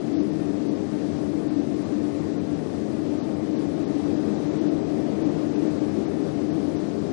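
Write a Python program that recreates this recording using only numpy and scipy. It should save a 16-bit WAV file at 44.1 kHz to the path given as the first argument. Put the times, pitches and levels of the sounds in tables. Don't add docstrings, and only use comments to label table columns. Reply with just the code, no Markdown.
import sys
import numpy as np
from scipy import signal
from scipy.fft import rfft, irfft
from scipy.io import wavfile
from scipy.ndimage import uniform_filter1d

SR = 44100
rng = np.random.default_rng(int(sys.argv[2]) if len(sys.argv) > 2 else 0)


def generate_wav(signal):
    frames = np.transpose(np.atleast_2d(signal))
    scaled = np.clip(frames, -1, 1) * 32767
    pcm = np.round(scaled).astype(np.int16)
    wavfile.write(sys.argv[1], SR, pcm)


def level_to_linear(level):
    exponent = np.asarray(level, float) / 20
    return 10 ** exponent


N = 313992

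# (frequency [Hz], density [dB per Hz])
IDLE_HISS = [(20, 0), (150, -4), (1000, -11), (4000, -15), (10500, -18), (20000, -20)]
# (multiple of the rotation rate [1], level [dB rms])
GEAR_HARMONICS = [(14, -64.5), (16, -65.5), (18, -71), (19, -73), (20, -70), (21, -71.5)]
DRUM_HARMONICS = [(18, -63.5), (24, -75.5), (30, -72.5), (45, -77), (48, -81.5)]
# (frequency [Hz], level [dB rms])
CASE_TONES = [(1681.8, -70), (2043, -74), (3650, -76.5)]
# (time [s], level [dB])
WIND = [(0, -51.5), (.35, -52), (.85, -51.5), (1.7, -52), (2.6, -52), (3.3, -51.5), (3.75, -51.5),
        (4.25, -50), (4.6, -50.5), (5.3, -50), (6.0, -50.5), (6.3, -50.5), (7.0, -51.5), (7.12, -50.5)]
# (frequency [Hz], density [dB per Hz])
LEAK_SPECTRUM = [(530, -20.5), (900, -5.5), (967, -11.5), (1100, -2.5), (1600, -10.5), (1770, -8.5),
                 (1920, -12), (2080, -10), (2220, -11.5), (3080, -15.5), (4010, -13.5), (5630, -17.5),
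                 (7100, -23), (9000, -26.5), (11300, -29.5)]
# (frequency [Hz], width [Hz], level [dB])
GLASS_MODES = [(347.3, 36, -3.5), (382.3, 23.5, 0), (405.8, 19, -1.5), (446.7, 25.8, -3), (474.3, 29, -8),
               (533.7, 43, -8), (603, 37.4, -9), (671, 77, -11.5), (728, 24, -27), (781.5, 34, -17.5),
               (802, 30, -20.5), (885, 66, -20.5)]
# (frequency [Hz], width [Hz], level [dB])
WALL_MODES = [(29.6, 8, -33), (50, 7.6, -24), (72.7, 34, -26), (95.5, 15.7, -9.5), (130, 17, -12),
              (155.9, 21, -4.5), (194.6, 19.3, -4.5), (211.1, 9.8, -1), (235.3, 25.6, -3.5), (269, 22, -5)]
# (frequency [Hz], width [Hz], level [dB])
PANE_MODES = [(292.9, 12.1, 3), (303.4, 18, 1), (319.5, 18.6, -4)]
# (centre time [s], added boom [dB], length [s])
BUFFETS = [(0.18, -28, 0.25), (0.424, -38.5, 0.64), (0.718, -33.5, 0.23), (0.958, -41.5, 0.21),
           (1.287, -42, 0.5), (1.05, -38, 0.12), (1.33, -39, 0.2), (1.49, -34, 0.23), (1.59, -26.5, 0.13),
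           (1.75, -30, 0.15), (2.01, -35.5, 0.45), (2.31, -40.5, 0.55), (2.534, -30, 0.06),
           (3.148, -40.5, 0.96), (3.577, -35, 0.35), (3.886, -36, 0.69), (4.215, -37, 0.59),
           (4.225, -33, 0.07), (4.485, -35, 0.076), (4.674, -29.5, 0.36), (4.989, -36.5, 0.38),
           (5.268, -30, 0.25), (5.438, -35, 0.25), (5.63, -29, 0.28), (5.832, -32, 0.065),
           (5.981, -37.5, 0.36), (6.051, -40, 0.097), (6.221, -34, 0.16), (6.59, -36, 0.71),
           (6.77, -38.5, 0.098)]
# (centre time [s], step [dB])
SHORTAGES = [(0.149, -34.8), (0.181, -36.6), (0.213, -38.1), (0.309, -39.4), (0.693, -37.8), (0.757, -40.6),
             (1.493, -36.4), (1.557, -40.8), (1.589, -40.8), (1.621, -39.6), (1.845, -39.4), (1.877, -40.8),
             (1.941, -39.6), (2.197, -40.8), (2.261, -40.8), (2.325, -40.8), (2.389, -37.8), (2.549, -39.6),
             (3.093, -40.8), (3.189, -39.4), (3.221, -37.8), (3.349, -39.4), (3.477, -40.6), (3.541, -40.8),
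             (3.573, -37.8), (3.669, -41.1), (3.765, -40.8), (3.861, -38.1), (3.925, -40.6), (3.957, -39.4),
             (4.053, -40.6), (4.181, -40.8), (4.341, -40.8), (4.373, -40.8), (4.469, -40.8), (4.501, -40.8),
             (4.597, -36.4), (4.629, -40.8), (4.661, -39.4), (4.693, -36.4), (4.789, -40.8), (4.853, -39.6),
             (5.045, -40.8), (5.237, -37.8), (5.301, -39.4), (5.365, -40.8), (5.429, -40.8), (5.493, -40.8),
             (5.557, -36.4), (5.589, -40.6), (5.685, -39.4), (5.813, -40.4), (6.037, -40.8), (6.069, -38.1),
             (6.229, -40.6), (6.357, -40.8), (6.517, -37.8), (6.677, -40.8), (6.773, -38.1), (6.901, -39.4)]


def rms_one(x):
    return x / np.sqrt(np.mean(x ** 2) + 1e-20)


def drift(rate):
    every = 40
    r = np.exp(-2 * np.pi * rate * every / SR)
    white = rng.standard_normal(N // every + 2002)
    slow = signal.lfilter([1], [1, -2 * r, r * r], white)[2000:]
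    return np.interp(np.arange(N) / every, np.arange(len(slow)), rms_one(slow))


def tone(hz, level_db, wander_hz):
    turns = np.cumsum(hz + wander_hz * drift(1.4)) / SR + rng.random()
    return np.sqrt(2) * level_to_linear(level_db) * np.sin(2 * np.pi * turns)


def idle_input(live):
    corner = np.exp(-2 * np.pi * 330 / SR)
    crosstalk = level_to_linear(-62.5) * signal.lfilter([1, -1], [1, -corner], live)
    mains = tone(60, -100, wander_hz=0)
    hz, level_db = np.transpose(IDLE_HISS)
    bins_hz = np.arange(1, N // 2 + 2) * SR / N
    colour = level_to_linear(np.interp(np.log(bins_hz), np.log(hz), level_db))
    hiss = irfft(colour * rfft(rng.standard_normal(N)), N)
    return crosstalk + mains + level_to_linear(-86.5) * rms_one(hiss)


def motors():
    gear_hz, drum_hz = 129.68, 59.94
    turn_s, top_s, swing_db, sag_db_per_s = .583, .4, 6.0, .6
    s = np.arange(N) / SR
    swell_db = swing_db * np.cos(2 * np.pi * (s - top_s) / turn_s) - sag_db_per_s * (s - s.mean())
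    gear = [tone(k * gear_hz, level_db, wander_hz=0.71) for k, level_db in GEAR_HARMONICS]
    gear[0] = gear[0] * level_to_linear(swell_db)
    drum = [tone(k * drum_hz, level_db + 3 * drift(4.3), wander_hz=0.33) for k, level_db in DRUM_HARMONICS]
    case = [tone(hz, level_db, wander_hz=.8) for hz, level_db in CASE_TONES]
    return sum(gear + drum + case)


def gale():
    wind_db = np.interp(np.arange(N) / SR, *np.transpose(WIND))
    return wind_db.mean(), wind_db - wind_db.mean()


def leaking_rush(mean_db, gust_db):
    steady_above_hz = 4500
    patchy_db, shared = 0.5, 0.98
    edges = 500 * 2 ** (np.arange(15) / 3)
    together = drift(5.8)
    white = rng.standard_normal((2, N))
    hz, level_db = np.transpose(LEAK_SPECTRUM)
    rush = 0
    for k, (low, high) in enumerate(zip(edges, edges[1:])):
        band = signal.sosfilt(signal.butter(2, [low, high], "band", fs=SR, output="sos"), white[k % 2])
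        centre_db = np.interp(np.log(low * high) / 2, np.log(hz), level_db)
        follow_db = gust_db * min(1, steady_above_hz / high) ** 2
        flicker_db = patchy_db * (shared * together + drift(4.5))
        rush = rush + band * level_to_linear(centre_db + follow_db + flicker_db)
    return level_to_linear(mean_db + 0.87) * rms_one(rush)


def rung(modes):
    out = 0
    for hz, width, level_db in modes:
        r = np.exp(-np.pi * 1.5 * width / SR)
        gain = (1 - r * r) / 2
        section = [gain, 0, -gain, 1, -2 * r * np.cos(2 * np.pi * hz / SR), r * r]
        noise = rng.standard_normal(N + SR)
        out = out + level_to_linear(level_db) * signal.sosfilt([section, section], noise)[SR:]
    return rms_one(out)


def steadied(x, span_s, share):
    size = int(span_s * SR)
    power = uniform_filter1d(uniform_filter1d(x ** 2, size), size) + 1e-9
    return rms_one(x / power ** (share / 2))


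def glass_howl(gust_db):
    return level_to_linear(-35.5 + 1.4 * gust_db) * steadied(rung(GLASS_MODES), 0.13, share=0.4)


def wall_rumble(gust_db):
    return level_to_linear(-33.5 + .6 * gust_db) * steadied(rung(WALL_MODES), 0.062, share=0.27)


def swells(rows, s):
    return sum(level_to_linear(db) * np.cos(np.pi * np.clip((s - at) / length, -.5, .5)) ** 2 for at, db, length in rows)


def pane_boom(gust_db):
    buffets = np.repeat(swells(BUFFETS, np.arange(0, N, 16) / SR), 16)[:N]
    flexing = level_to_linear(-35 + .3 * gust_db) + buffets
    return uniform_filter1d(flexing, size=32) * steadied(rung(PANE_MODES), 0.06, share=.8)


def storm():
    mean_db, gust_db = gale()
    rush = leaking_rush(mean_db, gust_db)
    mix = rush + glass_howl(gust_db) + wall_rumble(gust_db) + pane_boom(gust_db)
    return 2 * mix


def scene():
    live = motors() + storm()
    return np.array([live, idle_input(live)])


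def starved(lines, s, hz):
    rest_db, rest_top_db, jitter_db, grain_db = -44.3, -42.2, 2.1, 1.5
    crisis_db, crisis_hz = -38.2, 6400
    wind_db = np.interp(s, *np.transpose(WIND))
    notches = np.round(jitter_db * rng.standard_normal(len(s)) / grain_db)
    step_db = np.minimum(rest_db + wind_db - wind_db.mean() + grain_db * notches, rest_top_db)
    at, short_db = np.transpose(SHORTAGES)
    nearest = np.abs(s[:, None] - at).argmin(axis=0)
    step_db[nearest] = short_db
    return np.where(np.outer(step_db > crisis_db, hz > crisis_hz), 1, level_to_linear(step_db)[:, None])


def generous(lines, s, hz):
    return np.sqrt(uniform_filter1d(np.mean(lines ** 2, axis=0), size=16)) * level_to_linear(-26)


def requantised(x, hop, grid, step_of):
    last_line_hz = 10500
    n = np.arange(2 * hop)
    line = np.arange(int(last_line_hz * 2 * hop / SR)) + .5
    window = np.sin(np.pi * (n + .5) / (2 * hop))
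    basis = window[:, None] * np.cos(np.pi / hop * np.outer(n + .5 + hop / 2, line))
    basis = basis * np.sqrt(2 / hop)
    blocks = np.pad(x, (2 * hop - grid, -(N - grid) % hop + hop)).reshape(-1, hop)
    lines = np.hstack([blocks[:-1], blocks[1:]]) @ basis
    frame_s = (np.arange(len(lines)) * hop + grid - hop) / SR
    step = step_of(lines, frame_s, line * SR / (2 * hop))
    rounded = np.floor(np.abs(lines / step) ** .75 + .4054) ** (4 / 3)
    frames = (np.sign(lines) * rounded * step) @ basis.T
    return (frames[:-1, hop:] + frames[1:, :hop]).ravel()[hop - grid:][:N]


def roll_off(x):
    return signal.sosfilt(signal.butter(12, 10580, fs=SR, output="sos"), x)


def record(dry):
    coarse = requantised(dry[0], 1411, 962, starved)
    live = requantised(coarse, 1024, 62, generous)
    return roll_off(np.array([live, dry[1]]))


dry = scene()
out = record(dry)
generate_wav(out)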